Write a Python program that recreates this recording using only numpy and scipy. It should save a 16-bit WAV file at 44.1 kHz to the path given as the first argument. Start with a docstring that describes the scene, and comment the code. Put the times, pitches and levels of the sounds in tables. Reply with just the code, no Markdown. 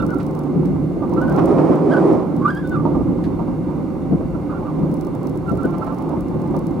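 """Rumble and roar open inside the curtained sleeper carriage of a moving night train, a joint squeaking over them.
Running noise is coloured random vibration: it swells with each lurch, and roars and crunches over rough track.
The joint squeaks by stick-slip, as gliding tones filtered by its modes; a small loose fitting ticks by modal ringing.
Jolts thump through the floor, trim creaks and panels knock as decaying bursts of modes.
Machinery hums on two wavering sines; ventilation hisses as shaped noise with faint fan whistles."""
import sys
import numpy as np
from scipy import signal
from scipy.fft import rfft, irfft
from scipy.io import wavfile
from scipy.ndimage import uniform_filter1d

SR = 44100
rng = np.random.default_rng(int(sys.argv[2]) if len(sys.argv) > 2 else 0)


def inscribe(sig):
    """Save sig as 16-bit PCM at rate SR to the path in sys.argv[1].

    A 1-D sig is mono; a 2-D sig holds one channel per row.
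    Samples are clipped to [-1, 1] before scaling.
    """
    pcm = np.round(np.clip(np.atleast_2d(sig).T, -1, 1) * 32767)
    wavfile.write(sys.argv[1], SR, pcm.astype(np.int16))


N = 299880
TIME = np.arange(N) / SR
BINS = np.maximum(np.fft.rfftfreq(N, 1 / SR), 1)   # Hz

# Every spectrum gives relative density only: cabin_noise sets its strength to 1.
# cabin field, likeness of left and right: pitch_hz, likeness (-1 to 1)
LIKENESS = [(40, .85), (80, .8), (160, .78), (300, .79), (520, .59), (1100, .76), (2100, .48), (4000, .56),
            (8000, .45), (14000, .58)]
# cabin field, left minus right: pitch_hz, difference_db
LEAN = [(50, 11.5), (78, 4), (110, 0), (155, -1), (210, 10), (260, -12), (310, -5.5), (380, -2.5),
        (520, -3), (1000, -5.5), (1800, -1.5), (4200, 0), (8000, 3.5), (14000, 0)]
# broad modes of the carriage body: pitch_hz, width_hz, lift_db
BODY_MODES = [(166, 10, -4), (296.8, 18, 1.5), (350.5, 23, 3.5), (528, 28, 3.5), (769, 29, 5.5)]
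# lurches, before each noise takes its share: start_s, rise_s, fall_s, lift_db
LURCHES = [(-.1, 0.14, 0.093, 5), (.47, 0.097, 0.63, 8.5), (1.002, 0.3, 1.34, 6), (2.29, .13, 0.13, 5.5),
           (2.52, 0.3, 1.1, 6.5), (4.06, 0.071, 0.1, 8), (4.73, 0.088, 0.31, 6), (5.44, 0.11, 0.33, 4),
           (5.95, 0.36, 1.1, 2)]
# track roughness, before each noise takes its share: time_s, lift_db
ROUGH_TRACK = [(0, 1.5), (.95, -1.5), (1.25, 6.5), (1.33, 8), (1.45, 12), (1.6, 13), (1.71, 12.5),
               (1.8, 10), (1.9, 12.5), (2.0, 13.5), (2.11, 14), (2.2, 9.5), (2.28, 2), (2.45, 2), (2.6, -5),
               (2.9, 2.5), (3.2, 1), (3.6, -0.5), (4.6, 0), (5.1, 0.5), (5.3, -0.5), (5.55, 1.5),
               (6.15, 1.5), (6.5, -0.5), (6.8, 0.5)]
# suspension boom, relative level: time_s, level_db
BOOM_LEVEL = [(0, -31.5), (.42, -41.5), (.75, -32.5), (.9, -38), (1.48, -34), (1.75, -45), (2.55, -40.5),
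              (3.0, -30.5), (3.95, -39.5), (4.17, -32.5), (4.7, -38.5), (5.25, -38), (5.55, -33),
              (5.92, -41), (6.3, -34), (6.8, -37.5)]
# spectra of boom, cabin drone, rumble, roar and grinding: pitch_hz, density_db_per_hz
BOOM_SPECTRUM = [(18, -29.5), (30, -25), (40, -7), (52, -3), (63, -5.5), (78, -1), (95, -2.5), (130, -0.5),
                 (200, -47.5)]
DRONE_SPECTRUM = [(80, -26), (100, -26.5), (117, -4.5), (132, -15.5), (150, 1), (178, 5), (200, -7.5),
                  (230, -6.5), (300, -27.5)]
RUMBLE_SPECTRUM = [(150, -17), (200, -8), (240, -0.5), (300, 1), (370, -4.5), (425, -13), (520, -12),
                   (900, -53)]
ROAR_SPECTRUM = [(160, -32), (250, -12), (315, 1.5), (385, 8), (450, -6), (520, 4), (620, -4.5),
                 (790, -3.5), (1000, -5), (1200, -8.5), (1450, -19), (1800, -36.5), (3000, -39),
                 (6000, -50), (10500, -65.5)]
GRIND_SPECTRUM = [(240, -8), (320, 23), (400, 20.5), (470, 11.5), (540, 14), (640, 12), (1000, -18),
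                  (1500, -21.5), (1800, -15), (2300, -18), (3000, -33.5), (5000, -32.5), (6500, -37),
                  (10500, -38), (12000, -62)]
# how the running noises follow the ride: level_db on smooth rail, lurch_share, rough_share
DRONE_RIDE = (-29, 1.14, 0.1)
RUMBLE_RIDE = (-27, 0.75, 0.35)
ROAR_RIDE = (-33.5, 0.071, 0.87)
# machinery hum, relative levels: pitch_hz, level_db
HUM_LINES = [(151, -33), (301, -39)]
# ventilation hiss: pitch_hz, density_db_per_hz
VENT_SPECTRUM = [(880, -13.5), (1500, -4.5), (1760, -15), (2080, -10.5), (2360, -11), (2480, -19),
                 (2820, -15.5), (2990, -22.5), (3580, -23.5), (3870, -22), (4440, -21.5), (4810, -25),
                 (7000, -26.5), (13600, -29.5), (15900, -48.5)]
# fan whistles, relative levels: pitch_hz, level_db
FAN_LINES = [(2030, -73.5), (2105, -68), (2299, -80), (2740, -76), (3590, -79), (4474, -84.5),
             (6702, -93.5)]
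# long squeal before waver and joint modes: time_s, pitch_hz, level_db, roughness (0-1)
SQUEAL = [(2.402, 1045, -46, 0.27), (2.42, 1075, -20.5, 0.2), (2.439, 1083, -26.5, 0.4),
          (2.457, 1186, -13, 0.33), (2.471, 1242, -21.5, 0.62), (2.482, 1443, -19.5, .8),
          (2.494, 1505, -21, 0.7), (2.509, 1640, -20, 0.6), (2.53, 1604, -31, 0.3),
          (2.554, 1545, -30.5, 0.3), (2.577, 1659, -23, 0.4), (2.6, 1701, -32, 0.47),
          (2.622, 1680, -37, .3), (2.64, 1476, -34, .3), (2.668, 1496, -38.5, 0.15),
          (2.698, 1483, -55, 0.2), (2.719, 1502, -25.5, 0.1), (2.741, 1402, -30, .6),
          (2.755, 1311, -22, 0.73), (2.768, 1198, -24, 0.7), (2.782, 1197, -47, .7),
          (2.799, 1187, -29, 0.9), (2.817, 1215, -68, .3)]
# short squeaks before sag, waver and joint modes: start_s, length_s, start_hz, end_hz, level_db
SQUEAKS = [(-.015, 0.023, 1400, 1350, -18.5), (0.02, 0.02, 1360, 1360, -26),
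           (0.082, 0.045, 1400, 1512, -29.5), (.123, 0.023, 1345, 1370, -29.5),
           (0.147, 0.026, 1410, 1360, -35), (0.175, 0.042, 1370, 1416, -34.5),
           (1.019, 0.037, 1219, 1200, -38), (1.159, 0.04, 1285, 1397, -28),
           (1.202, 0.053, 1484, 1504, -26.5), (1.267, 0.035, 1516, 1526, -30),
           (1.293, 0.047, 1565, 1534, -32.5), (1.347, 0.018, 1380, 1300, -31),
           (1.903, 0.043, 1604, 1640, -24.5), (1.933, 0.019, 1515, 1472, -19),
           (1.965, 0.014, 1500, 1530, -20.5), (4.338, 0.023, 1300, 1390, -40),
           (4.491, 0.043, 1306, 1238, -29), (4.528, 0.061, 1413, 1410, -35),
           (4.644, 0.051, 1250, 1237, -34), (5.453, 0.037, 1370, 1390, -39),
           (5.474, 0.041, 1392, 1330, -28), (5.572, 0.046, 1384, 1366, -34),
           (5.612, 0.027, 1324, 1360, -31.5), (5.632, 0.035, 1446, 1530, -30),
           (5.666, 0.12, 1370, 1357, -41), (5.813, 0.029, 1350, 1335, -25.5),
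           (5.854, 0.07, 1326, 1342, -34.5), (5.91, 0.023, 1220, 1170, -35)]
# modes of the squeaking joint: pitch_hz, width_hz, level_db
JOINT_MODES = [(1178, 41, 6), (1347, 50, 4), (1467, 41, -1.5), (1565, 18, -10), (1647, 20, -14.5)]
# scraping of the slipping faces, then coarse friction around every slip: pitch_hz, density_db_per_hz
SCRAPE_SPECTRUM = [(1800, -2), (2500, -11), (3200, -7), (4000, -4), (4900, -5), (6000, -11), (10000, -10.5)]
FRICTION_SPECTRUM = [(950, 6), (1200, -2), (1500, -0.5), (1700, -10), (2000, -26)]
# thin high whistles of the joint, before flutter: start_s, length_s, level_db
WHISTLES = [(0.0, 0.019, -52), (2.46, .03, -61), (2.625, 0.065, -56), (2.703, 0.067, -59)]
# spells of rubbing without quite singing, before flutter: start_s, length_s, level_db
RUB_SPELLS = [(-.08, 0.84, -47), (1.1, 0.22, -43), (4.45, 0.44, -43), (5.4, 0.81, -37), (6.03, 0.61, -39.5)]
# colour of the joint's rubbing: pitch_hz, density_db_per_hz
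JOINT_RUB_SPECTRUM = [(700, 8.5), (900, -1), (1250, -16), (1500, -16), (1750, -16), (3000, -26)]
# broad modes stirred by the rubbing: pitch_hz, width_hz, lift_db
RUB_MODES = [(873, 35, 17), (1060, 41, 23), (1197, 41, 24), (1320, 50, 5.3)]
# ticks of the loose fitting before gain and scatter, timed before contact delay: time_s, level_db
TICKS = [(0.0223, -35), (0.0638, -32), (0.1037, -34), (0.1436, -33.5), (0.1845, -37), (0.2294, -36),
         (0.2648, -33.5), (0.3092, -38), (0.3501, -36), (0.39, -35), (0.4349, -39), (0.6559, -38.5),
         (1.0949, -39.5), (1.1363, -36), (1.2146, -33), (1.2785, -43), (1.2955, -34), (1.3239, -37),
         (1.3618, -35), (1.3922, -36), (1.4566, -32), (1.7549, -35), (2.1281, -37), (2.364, -39),
         (2.4862, -41), (2.5481, -38), (2.6733, -36), (2.6938, -35), (3.2365, -44), (4.7925, -42),
         (4.9137, -37), (4.9402, -36), (4.9676, -42), (5.0095, -33), (5.0474, -39), (5.0679, -36),
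         (5.1502, -40), (5.2305, -40), (5.2694, -33), (5.2949, -37), (5.3572, -42), (5.3732, -37),
         (5.4745, -45), (5.4939, -39), (5.5164, -40), (5.5533, -38), (5.5722, -37), (5.6116, -40),
         (5.6316, -37), (5.654, -34), (5.7074, -38), (5.7818, -35), (5.8446, -40), (5.8661, -43),
         (5.9244, -40), (5.9449, -41), (5.9843, -34.5), (6.0222, -40), (6.0921, -37), (6.2068, -34),
         (6.2831, -38), (6.4168, -41), (6.4747, -42), (6.5086, -42), (6.5645, -32), (6.5904, -35),
         (6.6672, -34), (6.7087, -38)]
# modes of the fitting: pitch_hz, level_db, t60_s
FITTING_MODES = [(4900, -4.5, 0.0013), (5600, -1.5, 0.0033), (5860, -14.5, 0.0018), (7100, -15, 0.0016),
                 (7710, -11, 0.0049), (8660, -2, 0.0018), (10800, 2, 0.0018), (13300, -12, .002),
                 (15400, -12.5, .003)]
# rubbing of the fitting in its seat: pitch_hz, density_db_per_hz
SEAT_RUB_SPECTRUM = [(4000, 6), (5300, -6.5), (7000, -11), (11000, 3), (15500, -9)]
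# jolts through the floor, relative strength: time_s, level_db
JOLTS = [(0.149, -16), (.53, -16), (.783, -21), (.9, -18), (0.966, -16), (1.171, -19), (1.35, -27),
         (1.421, -22), (1.523, -14), (1.596, -20), (1.696, -7.5), (1.848, -14), (2.113, -6), (2.41, -26),
         (2.85, -10), (2.967, -9.5), (3.128, -31), (3.47, -23), (3.684, -26), (4.106, -9), (4.196, -14.5),
         (4.333, -20), (4.78, -16), (4.829, -16), (4.923, -16.5), (5.51, -10), (5.636, -9), (6.345, -13.5),
         (6.546, -14.5)]
# strongest modes of the floor: pitch_hz, level_db, t60_s
FLOOR_MODES = [(122, -7, 0.078), (177, 0, 0.086), (260, 2, 0.095), (296.4, 1.5, 0.11), (376, -8, 0.24)]
# crowd of floor modes: pitch_hz, density_db_per_hz
JOLT_SPECTRUM = [(60, -37), (120, -7.5), (170, 1), (320, 6.5), (450, -6), (700, -11), (1500, -70.5)]
# dry creaks of the trim: time_s, level_db
CREAKS = [(.198, -43.5), (.65, -51), (3.238, -42)]
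# colour of a creak: pitch_hz, density_db_per_hz
CREAK_SPECTRUM = [(800, -7), (1600, 8.5), (3000, -3), (4400, -2.5), (6500, -13), (9000, -14), (14000, -26)]
# panel knocks: time_s, level_db
KNOCKS = [(.534, -36), (.628, -37.5), (1.022, -26.5), (1.125, -28), (2.389, -40), (2.8505, -18),
          (2.944, -23.5), (3.005, -31), (3.39, -24.5), (3.478, -30), (3.683, -31), (4.825, -34),
          (5.065, -30), (5.145, -32.5), (5.23, -37), (6.095, -27.5), (6.13, -27), (6.539, -23),
          (6.562, -40)]
# colour of a knock: pitch_hz, density_db_per_hz
KNOCK_SPECTRUM = [(250, -17.5), (520, 4.5), (900, 6), (1200, -3.5), (1500, -17.5), (2000, -27),
                  (4000, -36.5), (10000, -56.5)]
# ringing of the panels: pitch_hz, width_hz, lift_db
PANEL_MODES = [(534, 72, 7), (922, 46, 10), (1200, 65, 11.5)]
# wheels crunching over the worst spots: time_s, level_db
CRUNCHES = [(1.372, -14), (1.495, -26), (1.572, -16), (1.712, -20), (1.968, -18.5), (2.075, -21)]
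# colour of a crunch: pitch_hz, density_db_per_hz
CRUNCH_SPECTRUM = [(300, -8), (550, 9.5), (850, 4.5), (1300, -1), (1700, -16), (2300, -20.5), (3200, -30),
                   (6000, -39), (11000, -53)]


def from_db(db):
    """Logarithmic level: decibels to amplitude gain."""
    return 10 ** (np.asarray(db) / 20)


def rms_one(x):
    """Normalisation: scale to rms 1."""
    return x / np.sqrt(np.mean(x ** 2) + 1e-20)


def level(rows):
    """Interpolation in decibels: gain over time from (time_s, level_db) rows."""
    return from_db(np.interp(TIME, *np.transpose(rows)))


def over_hz(points):
    """Interpolation on a log-frequency axis: join (pitch_hz, value) points."""
    hz, value = np.transpose(points)
    return np.interp(np.log(BINS), np.log(hz), value)


def drift(rate_hz):
    """Low-passed random process: slow chance with rms 1."""
    return rms_one(irfft(rfft(rng.standard_normal(N)) / (1 + (BINS / rate_hz) ** 2), N))


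def cabin_noise(spectrum, modes=()):
    """Diffuse field: partly correlated stereo noise of a given colour, its middle scaled to spread 1."""
    mid, side = rfft(rng.standard_normal((2, N)))
    alike = np.clip(over_hz(LIKENESS), -.99, .99)
    pair = np.sqrt(1 + alike) * mid + np.sqrt(1 - alike) * side * [[1], [-1]]
    colour_db = over_hz(spectrum)
    for hz, width, lift_db in modes:
        colour_db = colour_db + lift_db / (1 + (2 * (BINS - hz) / width) ** 2)
    # beyond both ends the spectrum falls 12 dB an octave
    lowest, highest = spectrum[0][0], spectrum[-1][0]
    skirts = np.minimum(1, np.minimum(BINS / lowest, highest / BINS)) ** 2
    lean_db = over_hz(LEAN) * [[.5], [-.5]]
    pair = irfft(pair * skirts * from_db(colour_db + lean_db), N)
    return pair / np.std(pair.mean(axis=0))


def steady(x, window_s):
    """Power levelling: even out the slow chance swells of a noise."""
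    power = uniform_filter1d(np.mean(x, axis=0) ** 2, max(int(window_s * SR), 2))
    return x / np.sqrt(power + 1e-9)


def resonate(x, hz, width_hz):
    """Forced resonance: a two-pole filter with gain 1 at its peak."""
    r = np.exp(-np.pi * width_hz / SR)
    feedforward = np.array([1, 0, -1]) * (1 - r * r) / 2
    feedback = [1, -2 * r * np.cos(2 * np.pi * hz / SR), r * r]
    return signal.lfilter(feedforward, feedback, x + 1e-18)


def ring(clicks, hz, t60):
    """Free decay: a unit click sets a sine of initial height 1 ringing."""
    r, w = np.exp(-np.log(1000) / (t60 * SR)), 2 * np.pi * hz / SR
    return signal.lfilter([0, np.sin(w)], [1, -2 * r * np.cos(w), r * r], clicks + 1e-18)


def cabin(x, t60, wet_db, pan_db):
    """Reverberation: direct sound plus dense reflections that the curtains soon swallow."""
    t = TIME[:SR // 3]
    tail = rng.standard_normal((2, len(t))) * np.exp(-np.log(1000) * t / t60)
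    tail /= np.sqrt(np.sum(tail ** 2, axis=1)[:, None])
    echoes = signal.fftconvolve(x[None], tail, axes=1)[:, :N]
    balance = from_db(pan_db * np.array([[.5], [-.5]]))
    return (x + from_db(wet_db) * echoes) * balance


def swells(rows):
    """Half-sine envelope: gain of (start_s, length_s, level_db) spells that swell and fade."""
    return sum(from_db(db) * np.sin(np.pi * np.clip((TIME - s) / length, 0, 1)) for s, length, db in rows)


def blows(rows, spectrum, rise_s, t60, modes=()):
    """Modal overlap: each blow sets a crowd of close modes ringing, which die away together."""
    envelope = np.zeros(N)
    for s, db in rows:
        start = int(s * SR)
        age = TIME[:N - start][:SR // 2]
        decay = np.exp(-np.log(1000) * age / t60)
        envelope[start:start + len(age)] += from_db(db) * (1 - np.exp(-age / rise_s)) * decay
    return envelope * steady(cabin_noise(spectrum, modes), window_s=0.0099)


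def ride(smooth_db, lurch_share, rough_share):
    """Variable excitation: lurches and rough track lift a gain above its level on smooth rail."""
    lurch_db = sum(np.interp(TIME, [s, s + rise, s + rise + fall], [0, lift_db, 0])
                   for s, rise, fall, lift_db in LURCHES)
    return from_db(smooth_db + lurch_share * lurch_db) * level(ROUGH_TRACK) ** rough_share


def suspension_boom(gain_db):
    """Low-frequency forced vibration: the suspension booms."""
    return from_db(gain_db) * level(BOOM_LEVEL) * steady(cabin_noise(BOOM_SPECTRUM), window_s=0.29)


def cabin_drone():
    """Air resonance: the cabin air drones, coloured by the body modes."""
    return ride(*DRONE_RIDE) * steady(cabin_noise(DRONE_SPECTRUM, BODY_MODES), window_s=0.18)


def panel_rumble(shake_db):
    """Structure-borne sound: the wheels make the panels rumble with an uneven shake."""
    rumble = steady(cabin_noise(RUMBLE_SPECTRUM, BODY_MODES), window_s=0.072)
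    return from_db(shake_db * drift(8.2)) * ride(*RUMBLE_RIDE) * rumble


def rail_roar(grind_db, rattle_db):
    """Roughness excitation: the rail's roar leaks in with a rattle, and grinds on rough track."""
    gain = ride(*ROAR_RIDE)
    roar = gain * steady(cabin_noise(ROAR_SPECTRUM, BODY_MODES), window_s=0.039)
    # squared gain: bright grinding grows faster than the roar, so it stands out on rough track
    grind = from_db(grind_db) * gain ** 2 * cabin_noise(GRIND_SPECTRUM)
    return from_db(rattle_db * drift(6.5)) * (roar + grind)


def hum(waver, flutter_db):
    """Periodic forcing: machinery under the floor hums on two wavering lines that swell with lurches."""
    lines = np.zeros(N)
    for hz, db in HUM_LINES:
        phase = 2 * np.pi * np.cumsum(hz * (1 + waver * drift(5.3))) / SR
        lines += from_db(db + flutter_db * drift(2.3)) * np.sqrt(2) * np.sin(phase)
    return lines * ride(-2.25, lurch_share=1.0, rough_share=0)


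def ventilation(hiss_db, whistle_db, width_hz):
    """Flow noise: smooth air hiss with faint fan whistles blurred by narrow-band filtering."""
    lines = np.zeros((2, N))
    for hz, db in FAN_LINES:
        narrow = resonate(rng.standard_normal((2, N)), hz, width_hz)
        lines += from_db(db) * rms_one(resonate(narrow, hz, width_hz))
    return from_db(hiss_db) * cabin_noise(VENT_SPECTRUM) + from_db(whistle_db) * lines


def slips(squeak_roughness, squeak_overtone_db, sag):
    """Stick-slip cycles: (samples, pitch, gain, roughness, overtone gain) of the squeal and each squeak."""
    times, *columns = np.transpose(SQUEAL)
    at = np.flatnonzero((TIME >= times[0]) & (TIME < times[-1]))
    hz, db, rough = (np.interp(TIME[at], times, column) for column in columns)
    out = [(at, hz, from_db(db), rough, 1)]
    for s, length, start_hz, end_hz, db in SQUEAKS:
        at = np.arange(max(int(s * SR), 0), min(int((s + length) * SR), N))
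        along = (TIME[at] - s) / length
        swell = np.sin(np.pi * along)
        # the pitch sags by this share at the two ends
        hz = (start_hz + (end_hz - start_hz) * along) * (1 - sag * (1 - swell))
        out.append((at, hz, from_db(db) * swell, squeak_roughness, from_db(squeak_overtone_db)))
    return out


def squeaks(waver, rough_db, second_db, third_db, direct_db, bright_hz, rasp, scrape_db):
    """Stick-slip friction: gliding chirps swell where they cross the joint's modes; rough slips stutter."""
    out, wobble, grip_db = np.zeros(N), waver * drift(97), rough_db * drift(100)
    uneven = rasp * drift(450)   # radians: no two slips last equally long
    scrape = from_db(scrape_db) * cabin_noise(SCRAPE_SPECTRUM).mean(axis=0)
    friction = from_db(-5.5) * cabin_noise(FRICTION_SPECTRUM).mean(axis=0)
    flutter = from_db(4.0 * drift(200))   # of the overtones
    for at, hz, gain, rough, overtone_gain in slips(squeak_roughness=.62, squeak_overtone_db=0.5, sag=0.052):
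        pitch = hz * (1 + rough * wobble[at])
        phase = 2 * np.pi * np.cumsum(pitch) / SR + rough * uneven[at]
        overtones = from_db(second_db) * np.sin(2 * phase) + from_db(third_db) * np.sin(3 * phase)
        edges = flutter[at] * overtones + scrape[at]
        # faster slips are higher and have sharper edges
        sharpness = overtone_gain * (pitch / bright_hz) ** 3
        out[at] += gain * from_db(rough * grip_db[at]) * (np.sin(phase) + sharpness * edges)
        out[at] += gain * np.sqrt(np.abs(rough)) * friction[at]
    body = sum(from_db(db) * resonate(out, hz, width) for hz, width, db in JOINT_MODES)
    return cabin(from_db(direct_db) * out + body, t60=0.11, wet_db=-5.5, pan_db=-1.5)


def whistles(pitch_hz, waver):
    """Friction-driven mode: under light pressure the joint sings in one high mode instead."""
    tone = np.sin(2 * np.pi * np.cumsum(pitch_hz * (1 + waver * drift(100))) / SR)
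    return cabin(swells(WHISTLES) * from_db(3 * drift(40)) * tone, t60=0.17, wet_db=-2.5, pan_db=0)


def rubbing(catch_db):
    """Random friction: the joint's faces catch and drag, stirring its modes."""
    return swells(RUB_SPELLS) * from_db(catch_db * drift(25)) * cabin_noise(JOINT_RUB_SPECTRUM, RUB_MODES)


def ticks(gain_db, contact_s, lowest_hz):
    """Impact excitation: a light fitting chatters; each touch strikes its modes with new strengths."""
    times, tick_db = np.transpose(TICKS)
    at = np.clip(((times + contact_s) * SR).astype(int), 0, N - 1)
    out = np.zeros(N)
    scatter_db = 3.6 * rng.standard_normal((len(at), len(FITTING_MODES)))
    for k, (hz, db, t60) in enumerate(FITTING_MODES):
        clicks = np.zeros(N)
        clicks[at] = from_db(tick_db + db + gain_db + scatter_db[:, k])
        out += ring(clicks, hz, t60)
    # so small a part radiates no lows
    out = signal.sosfilt(signal.butter(4, lowest_hz, "high", fs=SR, output="sos"), out)
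    # it also rubs faintly in its seat for as long as it is shaken
    power = signal.fftconvolve(out ** 2, signal.get_window("hann", SR // 12), "same") / (SR // 24)
    shaken = np.sqrt(np.maximum(power, 0))
    seat_rub = from_db(-7.0) * shaken * cabin_noise(SEAT_RUB_SPECTRUM)
    return cabin(out, t60=0.014, wet_db=1.0, pan_db=2.5) + seat_rub


def thumps(gain_db, contact_s):
    """Impulse response: one firm push per jolt sets the floor's modes ringing, each with a new strength."""
    times, db = np.transpose(JOLTS)
    scatter_db = 1.5 * rng.standard_normal((len(times), len(FLOOR_MODES)))
    push = signal.get_window("hann", max(int(contact_s * SR), 4))
    out = np.zeros(N)
    for k, (hz, mode_db, t60) in enumerate(FLOOR_MODES):
        clicks = np.zeros(N)
        clicks[(times * SR).astype(int)] = from_db(db + mode_db + gain_db + scatter_db[:, k])
        out += (-1) ** k * ring(clicks, hz, t60)   # neighbouring modes alternate in sign
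    return cabin(signal.lfilter(push / push.sum(), 1, out), t60=0.05, wet_db=-5.5, pan_db=0.0)


def jolts():
    """Modal superposition: the floor's strongest modes ring above a crowd of weaker ones."""
    return thumps(gain_db=-6.0, contact_s=0.0026) + blows(JOLTS, JOLT_SPECTRUM, rise_s=0.0099, t60=0.15)


def creaks():
    """Sudden release: the trim creaks in dry bursts that decay."""
    return blows(CREAKS, CREAK_SPECTRUM, rise_s=0.0012, t60=0.16)


def knocks():
    """Plate vibration: each knock rings the broad modes of the panels."""
    return blows(KNOCKS, KNOCK_SPECTRUM, rise_s=0.0018, t60=0.17, modes=PANEL_MODES)


def crunches():
    """Rolling impact: the wheels crunch over the worst spots in slower, longer bursts."""
    return blows(CRUNCHES, CRUNCH_SPECTRUM, rise_s=0.012, t60=0.23)


def scene():
    """Superposition: running noise, the air supply and the carriage's own small sounds add."""
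    running = suspension_boom(gain_db=2.65) + cabin_drone() + panel_rumble(shake_db=1.7)
    running = running + rail_roar(grind_db=26.5, rattle_db=1.07) + hum(waver=0.01104, flutter_db=3.5)
    air = ventilation(hiss_db=-54, whistle_db=6.0, width_hz=38)
    joint = squeaks(waver=0.0297, rough_db=3.5, second_db=-17, third_db=-24.0, direct_db=-14.0,
                    bright_hz=1530, rasp=0.1, scrape_db=-22.0)
    joint = joint + whistles(pitch_hz=3596, waver=0.0051) + rubbing(catch_db=4.0)
    fitting = ticks(gain_db=-6.0, contact_s=0.0012, lowest_hz=4270)
    return running + air + joint + fitting + jolts() + creaks() + knocks() + crunches()


def record(dry):
    """Saturation and band-limiting: the loudest peaks are rounded off and the top is cut steeply."""
    rounded = dry / (1 + np.abs(dry) ** 6) ** (1 / 6)
    low_pass = signal.ellip(10, .1, 90, 15900, fs=SR, output="sos")   # cutoff in Hz
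    return signal.sosfilt(low_pass, rounded)


dry = scene()
out = record(dry)
inscribe(out)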